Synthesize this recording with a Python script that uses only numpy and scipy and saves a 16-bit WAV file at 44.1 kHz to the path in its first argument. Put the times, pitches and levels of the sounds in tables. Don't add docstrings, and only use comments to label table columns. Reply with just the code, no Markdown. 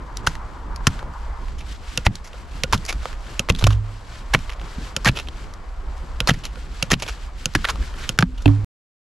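import sys
import numpy as np
from scipy import signal
from scipy.fft import rfft, irfft, next_fast_len
from scipy.io import wavfile

SR = 44100
rng = np.random.default_rng(int(sys.argv[2]) if len(sys.argv) > 2 else 0)


def output_pcm(signal):
    pcm = np.clip(np.atleast_2d(signal).T, -1, 1) * 32767
    wavfile.write(sys.argv[1], SR, np.round(pcm).astype(np.int16))


N = 401751

# (time [s], wind rumble [dB], low murmur [dB], far rush [dB])
AIR_LEVELS = [(0.0, -31, -40.5, -44), (1.29, -30, -43.5, -43), (1.48, -28.5, -44, -46.5),
              (2.44, -33.5, -48.5, -48), (2.82, -26, -40.5, -45), (3.4, -34.5, -46.5, -44),
              (3.57, -26, -41.5, -52), (3.71, -21.5, -47.5, -46), (4.05, -36.5, -48.5, -46.5),
              (4.48, -26.5, -43.5, -46), (4.86, -36.5, -44, -43.5), (5.13, -25, -41.5, -48.5),
              (5.51, -32.5, -45, -45.5), (6.2, -28.5, -46.5, -46.5), (7.5, -31.5, -46, -48.5),
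              (7.8, -24, -41.5, -44), (8.16, -30.5, -43, -49.5), (8.3, -27, -53, -59),
              (8.48, -27.5, -44.5, -48.5), (8.64, -30.5, -42.5, -47.5)]
# (frequency [Hz], relative level [dB per Hz])
RUMBLE_SPECTRUM = [(10, -29), (22, -4), (32, -8), (43, -5.5), (60, -7.5), (78, -18.5), (100, -39),
                   (130, -62.5)]
MURMUR_SPECTRUM = [(60, -31.5), (100, -2.5), (200, -10), (400, -14), (600, -24.5)]
RUSH_SPECTRUM = [(300, -26), (480, -8), (740, -6.5), (900, -5.5), (1050, -4.5), (1250, -7), (1600, -13),
                 (2300, -18.5), (3500, -48.5)]
HUSH_SPECTRUM = [(700, -19.5), (900, 0), (1050, 0), (1250, -6.5), (1700, -13), (2200, -29)]
GRIND_SPECTRUM = [(900, -11), (1500, -2), (2300, -7.5), (3200, -9), (4500, -56)]
HISS_SPECTRUM = [(2000, 10), (3200, 14.5), (4500, 14), (6500, 8.5), (8000, 6.5), (10000, -54)]
SIZZLE_SPECTRUM = [(5000, -33), (7500, -3), (10000, -6.5), (12800, -9), (15000, -28), (16500, -56)]
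SHAKE_SPECTRUM = [(50, -25.5), (80, 0.5), (150, -1), (230, -9.5), (400, -31.5)]
# (frequency [Hz], left-right likeness [0-1])
NOISE_LIKENESS = [(25, .9), (60, 1), (180, 0.95), (550, 0.84), (1650, 0.62), (4970, 0.78), (15000, 0.3)]
# (frequency [Hz], left minus right [dB])
NOISE_LEANING = [(25, -2.5), (60, -0.5), (180, -0.5), (550, 2.5), (1650, 2.8), (4970, 0.4), (15000, 4)]
# (middle [s], half length [s], hiss level [dB])
SWISHES = [(0.184, 0.025, -52), (0.315, 0.045, -47), (.52, 0.049, -60), (0.926, 0.059, -46.5),
           (1.205, 0.079, -56.5), (1.46, 0.074, -55.5), (1.71, 0.041, -45.5), (1.93, 0.068, -44),
           (2.155, 0.028, -50.5), (2.38, 0.045, -51.5), (2.571, 0.057, -48), (2.826, 0.11, -48),
           (3.069, 0.059, -44.5), (3.325, 0.076, -46), (3.655, 0.064, -42.5), (3.934, 0.081, -54),
           (4.154, 0.067, -48.5), (4.397, 0.076, -46), (4.695, .07, -47.5), (4.85, 0.054, -44.5),
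           (5.03, 0.054, -51), (5.174, 0.065, -48), (5.4, 0.072, -50.5), (5.99, 0.095, -55.5),
           (6.155, 0.07, -56.5), (6.34, 0.071, -48.5), (6.6, 0.063, -50.5), (6.797, 0.066, -47),
           (7.076, 0.062, -43), (7.232, 0.041, -49.5), (7.42, .04, -47), (7.64, 0.096, -44.5),
           (7.847, 0.052, -44), (8.036, 0.063, -42.5), (8.52, 0.076, -51)]
# (low edge [Hz], high edge [Hz])
GRIT_BAND_EDGES = [(330, 1200), (1200, 4200), (4200, 7400), (7400, 11800)]
# (band [index], frequency [Hz], sharpness [Q], level against band [dB])
TOOL_RESONANCES = [(0, 537, 1.4, -8.5), (1, 1433, 8.5, -15), (2, 5460, 9.8, -8)]
# (time [s], middle band [dB], stone ring [Hz], body and bright against middle [dB, dB])
PEBBLES = [(0.1704, -30, 3640, -13, 6), (0.353, -28.5, 1950, -8, -9.5), (0.7602, -30, 4500, -17, -3),
           (0.991, -27.5, 1450, -12, -27), (1.027, -38, 1210, 12, -14), (1.136, -44, 1250, 5, -6),
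           (1.4829, -34.5, 1220, -20, -15), (2.154, -29, 3850, -25, 1), (2.331, -35.5, 2680, -13, -25),
           (2.7763, -30.5, 3380, -19, -6), (2.851, -30, 4590, -13, 1), (2.862, -31, 4670, -10, 4),
           (2.926, -24, 1250, -10, -3), (3.03, -34, 1280, -2, -19), (3.0548, -24, 1200, 4.5, -18),
           (3.1286, -30, 1680, -12, -30), (3.5225, -36, 3330, -13, -3), (3.549, -23, 3370, -21, -18),
           (3.561, -30, 4000, -17, -17), (4.39, -35, 2560, -7, -2), (4.494, -25.5, 1940, -10, -23),
           (4.523, -34, 1940, -15, -11), (4.596, -36, 2520, -13, -25), (4.614, -35, 2640, 3, -24),
           (5.1144, -45, 4000, -9, 2), (5.2723, -32.5, 2510, -12, -20), (5.2852, -26.5, 3100, -6, -28),
           (5.537, -37.5, 1260, -17, -0.5), (5.9785, -45, 1240, 1, -1), (6.3366, -33, 4260, -10, -7),
           (6.389, -49, 4000, -10, 5), (6.4527, -23, 4150, -21, -7), (6.5575, -35, 1380, -11, -17),
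           (7.064, -31, 3470, 1, -12), (7.5364, -36, 3810, -11, -4), (7.669, -35, 1420, -10, -15),
           (7.757, -32, 1220, 1, -13), (7.825, -30, 1570, -9, -16), (7.94, -33, 1340, -19, -24),
           (8.177, -36, 1640, 0, -9)]
# (time [s], middle band [dB], stone ring [Hz], attack [s], t60 [s], bright against middle [dB])
DRAGS = [(0.265, -26, 1780, 0.0022, 0.083, 0.5), (1.578, -44.5, 2980, 0.0081, 0.14, -3.5),
         (1.601, -40.5, 2490, .007, 0.062, -14), (2.0492, -30.5, 1950, 0.0043, 0.041, -4),
         (2.057, -23, 1460, 0.0065, .018, -4), (2.241, -45, 2060, .006, 0.17, 0),
         (2.2688, -46, 1210, 0.006, .034, -2), (2.734, -22.5, 1310, 0.0099, 0.056, -6.5),
         (2.8785, -31, 2350, .005, 0.14, -4), (2.8882, -24.5, 2320, 0.007, 0.047, -7.5),
         (2.8992, -35, 2260, 0.0079, .027, -8), (3.4895, -19.5, 2140, 0.0087, .011, -5),
         (3.5852, -30.5, 3520, 0.0037, 0.08, -4.5), (3.609, -29, 1210, 0.0044, 0.044, -19),
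         (3.7038, -26, 1190, .002, 0.065, -13), (3.7198, -34, 2700, 0.0096, 0.04, -8),
         (4.333, -14.5, 1710, 0.0089, 0.012, -24), (4.498, -33, 2760, 0.0045, 0.013, -11),
         (4.5274, -41.5, 2300, .008, 0.038, -8), (4.5093, -41, 2410, .008, .04, -11),
         (5.0668, -12, 1760, 0.01, 0.042, -14), (5.149, -32.5, 2730, 0.016, .06, -11),
         (5.1672, -28, 2620, 0.0053, 0.08, -12), (5.1855, -29, 2680, .004, 0.044, -9),
         (5.1937, -31, 2700, 0.0073, 0.019, -11), (6.277, -25, 2010, .004, 0.044, -1),
         (6.2872, -11.5, 1900, 0.01, .006, -18), (6.3013, -16.5, 2800, 0.0063, 0.012, -21),
         (6.3404, -34, 2070, .002, 0.063, -13), (6.4347, -34.5, 2800, 0.0027, 0.17, -8),
         (6.4556, -40, 2840, 0.01, .02, -19), (6.9082, -12, 1900, 0.01, .025, -3.5),
         (6.92, -24, 1900, 0.0083, .017, -8), (6.93, -15, 2320, 0.0044, 0.013, -9),
         (6.99, -36, 2600, 0.012, .05, -4), (7.0253, -32, 2510, .011, .02, -16),
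         (7.077, -30, 2480, .002, 0.098, -9), (7.084, -30.5, 1350, 0.0034, 0.035, -8),
         (7.091, -36, 1530, 0.0043, 0.024, -7), (7.6466, -18, 1880, .004, 0.0073, -32),
         (7.672, -32, 1200, 0.0035, 0.1, -10), (7.6903, -25.5, 1080, 0.0037, 0.051, -19),
         (7.6957, -25, 1210, 0.0088, 0.024, -3), (7.9724, -41, 1490, .02, .09, -10),
         (7.9941, -42, 1550, .025, 0.1, -10), (8.0243, -39, 2040, 0.019, 0.2, -18),
         (8.374, -42, 2980, 0.0069, 0.065, -10), (8.3987, -48, 1420, .01, .09, -12),
         (8.417, -46, 3640, .006, 0.045, 2)]
# (time [s], middle band [dB], stone ring [Hz], t60 [s], body and bright against middle [dB, dB])
CRACKS = [(0.271, -6.5, 1460, 0.015, -11, -18), (0.869, -5.5, 1400, 0.02, -16.5, -5.5),
          (2.0657, -6.5, 2020, 0.012, -3, -27), (2.7256, -17, 1250, 0.047, -7.5, -4.5),
          (2.731, -8.5, 1080, 0.026, -8.5, -23), (3.487, -17.5, 1940, .006, 1, -21),
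          (3.4994, -8, 2590, 0.014, -1.5, -14.5), (3.6238, -21.5, 1430, 0.0076, 3, -18),
          (3.6401, -10, 2880, 0.014, -12, -7.5), (3.668, -13, 1310, 0.027, 2, -5),
          (4.337, -20.5, 2200, 0.049, -7, -2), (4.3472, -4.5, 2070, 0.018, -4, -42),
          (5.0468, -16.5, 1240, 0.011, -10, -2), (5.055, -11.5, 1890, 0.063, -7, -13.5),
          (5.0856, -9.5, 2560, 0.026, -13, -32), (6.273, -13.5, 4100, 0.024, -4.5, -17),
          (6.285, -16.5, 1710, 0.082, -7.5, -11.5), (6.9027, -20, 1150, 0.041, -11, -11),
          (6.9387, -8, 2700, 0.0091, -16, -15), (7.022, -24, 2460, 0.043, -1, -2),
          (7.5502, -9.5, 1730, 0.034, -9.5, -11), (7.6438, -11.5, 1530, 0.0077, -15, -36),
          (7.652, -11, 1870, 0.0077, -17, -34), (7.6861, -20, 1300, 0.059, -30.5, -20),
          (8.188, -0.5, 1570, 0.0054, -13, -12.5), (8.2065, -28, 2480, 0.047, 2, -2),
          (8.2251, -5.5, 1560, 0.01, -5.5, -32), (8.4576, -10.5, 2560, .01, 0, -34),
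          (8.4788, -21, 1580, 0.0081, -8.5, -29.5), (8.483, -45.5, 1430, 0.22, 14, -20.5)]
# (time [s], middle band [dB], bright against middle [dB], handle [dB])
TOUCHES = [(1.975, -12, -1.5, -23.5), (2.635, -11.5, -4.5, -15.5), (3.3936, -10, -4.5, -21),
           (4.964, -14, -1.5, -23.5), (6.2033, -11, -10.5, -20.5), (6.8255, -10.5, -4.5, -21),
           (7.4564, -13, 1, -25.5), (8.0916, -13, -2, -26.5)]
# (time [s], swing [dB], frequency [Hz], t60 [s])
STROKE_THUDS = [(0.2769, -2.5, 99, 0.02), (0.874, 8, 136, .017), (2.0664, 11, 62.5, 0.023),
                (2.7313, -6, 58, 0.098), (2.7424, 4.5, 62.6, 0.026), (2.748, -8, 202, 0.036),
                (3.5015, 8.5, 75, 0.023), (3.6401, 12, 84, 0.017), (4.347, 6.5, 116, 0.013),
                (4.3551, -13, 122, 0.024), (4.7834, -12.5, 190, 0.024), (5.064, -4.5, 171, 0.048),
                (5.0779, -6, 127, 0.078), (5.095, 4.7, 131, 0.018), (6.292, 2.5, 150, .018),
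                (6.3129, 4.5, 144, 0.022), (6.9217, -4.5, 173, 0.03), (6.9332, 5.5, 190, 0.013),
                (7.5545, 3.5, 111, 0.012), (7.5705, 0, 60.7, 0.021), (7.556, -9, 308, 0.035),
                (8.1926, -4, 140, 0.077), (8.2095, -9, 109, 0.058), (8.2292, -1.5, 177, 0.067)]
# (frequency [Hz], t60 [s], left minus right [dB])
HOLLOW_MODES = [(103.9, 0.59, -3.5), (253, 0.3, -0.5), (283.8, 0.21, -12.5), (55.3, 0.24, -2),
                (140, 0.22, -2)]
# (time [s], then the level of each of its modes [dB])
HOLLOW_KNOCKS = [(3.505, -40.5, -25, -47.5, -31.5, -40), (3.628, -11.5, -48, -59, -18, -33),
                 (3.669, -7, -46, -31, -3, -30), (8.233, -45, -23.5, -49, -31.5, -40),
                 (8.4597, -3, -40, -9, -8.5, -11), (8.48, -43, -47, -13, -23, -28)]
# (nominal frequency [Hz], level against the knock [dB], t60 [s])
HANDLE_MODES = [(534, 0, 0.041), (1407, -9, 0.059)]
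# (time [s], level [dB])
HANDLE_NUDGES = [(2.335, -34), (3.056, -29), (6.566, -31.5)]
# (frequency [Hz], lead of the left port [rad])
LEFT_PORT_LEAD = [(0, 0.083), (3100, -0.19), (4820, -0.3), (9560, -0.37), (16400, -0.099)]

HUSH_DB, HUSH_END_S, HUSH_FADE_S = -43.5, 1.46, 0.027
STILL_DB, GRIND_DB, SIZZLE_DB = -58.5, 0.5, -10.5
TOUCH_ATTACK_S, TOUCH_T60_S, TOUCH_HZ, TOUCH_BODY_DB, TOUCH_LEFT_DB = 0.00045, 0.012, 2750, -16.5, -3.5
TOUCH_TOP_DB = -0.5
CRACK_ATTACK_S, CRACK_LEFT_DB = 0.00045, -1
DRAG_BODY_DB, DRAG_LEFT_DB = -8, -1.5
PEBBLE_ATTACK_S, PEBBLE_T60_S, PEBBLE_LEFT_DB = 0.00072, 0.011, -1
TOP_DB = -9.5
HARD_SHARPNESS, LOOSE_SHARPNESS = 6.0, 6.8
TAP_LATE_S, TAP_DB, TAP_HZ, TAP_T60_S = 0.005, 3, 155, 0.021
THUD_LEFT_DB = -0.5
DUCK_FROM_DB, DUCK_SHARE = -9.5, 0.27
DUCK_SMOOTH_S, DUCK_BACK_DB_PER_S = 0.038, 145
ROLL_OFF_HZ, CUTOFF_HZ = 12000, 16800
END_S = 8.6455


def amp(db):
    return 10 ** (np.asarray(db) / 20)


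def rms_one(x):
    return x / np.sqrt(np.mean(x ** 2) + 1e-20)


def sides(left_db):
    return amp(np.multiply.outer([0.5, -0.5], left_db))


def add(track, at, sound):
    track[..., at:at + sound.shape[-1]] += sound[..., :N - at]


def in_time(rows):
    times, *columns = np.transpose(rows)
    return [np.interp(np.arange(N) / SR, times, column) for column in columns]


def at_hz(points, hz):
    point_hz, values = np.array(points).T
    return np.interp(np.log(hz), np.log(point_hz), values, left=-200, right=-200)


def drift(rate):
    pole = np.exp(-80 * np.pi * rate / SR)
    noise = rng.standard_normal(N // 40 + 2002)
    slow = signal.lfilter([1], [1, -2 * pole, pole * pole], noise)[2000:]
    return np.interp(np.arange(N) / 40, np.arange(len(slow)), rms_one(slow))


def coloured(spectrum, flutter_db, rate):
    size = next_fast_len(N)
    hz = np.maximum(np.arange(size // 2 + 1) * SR / size, 1)
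    in_range = np.clip(hz, NOISE_LIKENESS[0][0], NOISE_LIKENESS[-1][0])
    alike = np.clip(at_hz(NOISE_LIKENESS, in_range), 0, 1)
    lean = sides(at_hz(NOISE_LEANING, in_range))
    mid, side = rfft(rng.standard_normal((2, size))) * amp(at_hz(spectrum, hz))
    pair = np.sqrt(1 + alike) * mid + np.sqrt(1 - alike) * side * [[1], [-1]]
    noise = irfft(pair * lean, size)[:, :N]
    return rms_one(noise * amp(flutter_db * drift(rate)))


def air():
    rumble_db, murmur_db, rush_db = in_time(AIR_LEVELS)
    rumble = amp(rumble_db) * coloured(RUMBLE_SPECTRUM, flutter_db=1.5, rate=8.3)
    murmur = amp(murmur_db) * coloured(MURMUR_SPECTRUM, flutter_db=3.15, rate=8.0)
    rush = amp(rush_db) * coloured(RUSH_SPECTRUM, flutter_db=1.5, rate=7.3)
    return rumble + murmur + rush


def hush():
    fade = np.clip((HUSH_END_S - np.arange(N) / SR) / HUSH_FADE_S, 0, 1)
    return amp(HUSH_DB) * fade * coloured(HUSH_SPECTRUM, flutter_db=3.0, rate=12.0)


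def rustle():
    t = np.arange(0, N + 100, 100) / SR
    swells = sum(amp(2 * db) * np.exp(-((t - s) / half) ** 2) for s, half, db in SWISHES)
    level = np.sqrt(amp(2 * STILL_DB) + swells)
    grind = amp(GRIND_DB) * coloured(GRIND_SPECTRUM, flutter_db=2.5, rate=240.0)
    hiss = coloured(HISS_SPECTRUM, flutter_db=1.1, rate=52.0)
    sizzle = amp(SIZZLE_DB) * coloured(SIZZLE_SPECTRUM, flutter_db=1.0, rate=60.0)
    crumbs = rms_one(amp(0.73 * drift(100.0)))
    return np.interp(np.arange(N) / SR, t, level) * (grind + hiss + sizzle) * crumbs


def contacts():
    pebbles = [(s, PEBBLE_ATTACK_S, PEBBLE_T60_S, db, hz, LOOSE_SHARPNESS,
                body, bright, TOP_DB + bright, PEBBLE_LEFT_DB)
               for s, db, hz, body, bright in PEBBLES]
    drags = [(s, attack, t60, db, hz, LOOSE_SHARPNESS,
              DRAG_BODY_DB, bright, TOP_DB + bright, DRAG_LEFT_DB)
             for s, db, hz, attack, t60, bright in DRAGS]
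    cracks = [(s, CRACK_ATTACK_S, t60, db, hz, HARD_SHARPNESS,
               body, bright, TOP_DB + bright, CRACK_LEFT_DB)
              for s, db, hz, t60, body, bright in CRACKS]
    touches = [(s, TOUCH_ATTACK_S, TOUCH_T60_S, db, TOUCH_HZ, HARD_SHARPNESS,
                TOUCH_BODY_DB, bright, TOP_DB + bright + TOUCH_TOP_DB, TOUCH_LEFT_DB)
               for s, db, bright, handle_db in TOUCHES]
    return pebbles + drags + cracks + touches


def grains(per_s, spread_db):
    hits = rng.random((2, N)) < per_s / SR
    sizes = amp(spread_db * np.minimum(rng.exponential(1, (2, N)), 4)) * hits
    dust = 0.049 * rng.standard_normal((2, 2, N))
    return sizes * rng.choice([-1, 1], (2, 2, N)) + dust


def resonate(x, hz, sharpness):
    r = np.exp(-np.pi * hz / sharpness / SR)
    return signal.lfilter([1, 0, -1], [1, -2 * r * np.cos(2 * np.pi * hz / SR), r * r], x)


def crunch(apart_db=-14, tail_db=-19, tail_t60=0.047, ring_db=7.0, top_left_db=4.5):
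    out = np.zeros((2, N))
    grit = grains(per_s=6000, spread_db=4.5)
    filters = [signal.butter(3, edges, "band", fs=SR, output="sos") for edges in GRIT_BAND_EDGES]
    for s, attack, t60, db, hz, sharp, body, bright, top, left in contacts():
        at, attack, t60 = round(s * SR), max(attack, 1e-4), max(t60, 2e-3)
        length = min(int((attack + t60 + tail_t60) * SR), N - at)
        t = np.arange(length) / SR - attack
        rise = np.clip(1 + t / attack, 0, 1)
        after = np.maximum(t, 0)
        tail = amp(tail_db - 60 * after / tail_t60)
        shape = rise * (amp(-60 * after / t60) + tail)
        one, other = np.swapaxes(grit[..., at:at + length] * shape, 0, 1)
        pairs = one[:, None] + amp(apart_db) * other[:, None] * [[1], [-1]]
        bands = [rms_one(signal.sosfilt(sos, pairs[k % 2])) for k, sos in enumerate(filters)]
        stone = rms_one(resonate(pairs[1], hz, sharp))
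        bands[1] = rms_one(bands[1] + amp(ring_db) * stone)
        for k, tool_hz, sharpness, tool_db in TOOL_RESONANCES:
            k = round(k)
            tool = rms_one(resonate(pairs[k % 2], tool_hz, sharpness))
            bands[k] = rms_one(bands[k] + amp(tool_db) * tool)
        strength = np.sqrt(np.mean(shape ** 2))
        leaning = [left, left, left + top_left_db / 2, left + top_left_db]
        for band, band_db, lean in zip(bands, [body, 0, bright, top], leaning):
            add(out, at, amp(db + band_db) * strength * sides(lean)[:, None] * band)
    return out


def thuds():
    taps = [(s + TAP_LATE_S, db + TAP_DB, TAP_HZ, TAP_T60_S) for s, db, *rest in TOUCHES]
    return list(STROKE_THUDS) + taps


def ring(s, db, hz, t60, build=0.25):
    t = np.arange(int(t60 * SR)) / SR
    decay = amp(db - 60 * t / t60)
    return round(s * SR), decay * np.sin(2 * np.pi * hz * t) * (1 - np.exp(-t * hz / build))


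def ground():
    out = np.zeros((2, N))
    for s, db, hz, t60 in thuds():
        at, swing = ring(s, db, hz, max(t60, 0.01))
        add(out, at, sides(THUD_LEFT_DB)[:, None] * swing)
    for s, *levels in HOLLOW_KNOCKS:
        for db, (hz, t60, left) in zip(levels, HOLLOW_MODES):
            at, swing = ring(s, db, hz, t60)
            add(out, at, sides(left)[:, None] * swing)
    return out


def shudder(shake_db=-25, t60=0.19):
    blows = np.zeros(N)
    for s, db, *rest in thuds() + list(HOLLOW_KNOCKS):
        blows[round((s + 0.008) * SR)] = amp(db) ** 2
    power = signal.lfilter([1], [1, -amp(-120 / (t60 * SR))], blows + 1e-18)
    return amp(shake_db) * np.sqrt(power) * coloured(SHAKE_SPECTRUM, flutter_db=1.5, rate=28.0)


def handle():
    out = np.zeros((2, N))
    for s, *rest, db in list(TOUCHES) + list(HANDLE_NUDGES):
        for hz, mode_db, t60 in HANDLE_MODES:
            at, swing = ring(s + TAP_LATE_S, db + mode_db, hz * rng.uniform(0.91, 1.03), t60)
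            add(out, at, sides(TOUCH_LEFT_DB)[:, None] * swing)
    return out


def scene():
    return air() + hush() + rustle() + crunch() + ground() + shudder() + handle()


def duck(x):
    fall = DUCK_BACK_DB_PER_S * np.arange(N) / SR
    level_db = 20 * np.log10(np.abs(x).max(axis=0) + 1e-9)
    over = np.maximum(level_db - DUCK_FROM_DB, 0)
    held = np.maximum.accumulate(over + fall) - fall
    r = np.exp(-1 / (DUCK_SMOOTH_S * SR))
    return x * amp(-DUCK_SHARE * signal.lfilter([1 - r], [1, -r], held))


def record(dry):
    size = next_fast_len(N)
    lead = np.interp(np.arange(size // 2 + 1) * SR / size, *np.transpose(LEFT_PORT_LEAD))
    left = irfft(rfft(dry[0], size) * np.exp(1j * lead), size)[:N]
    heard = duck(np.stack([left, dry[1]]))
    heard = heard / (1 + np.abs(heard) ** 6) ** (1 / 6)
    heard = signal.sosfilt(signal.butter(3, ROLL_OFF_HZ, fs=SR, output="sos"), heard)
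    heard = signal.sosfilt(signal.butter(1, 8, "high", fs=SR, output="sos"), heard)
    heard = heard * (np.arange(N) < END_S * SR)
    return signal.sosfilt(signal.cheby2(12, 70, CUTOFF_HZ, fs=SR, output="sos"), heard)


dry = scene()
out = record(dry)
output_pcm(out)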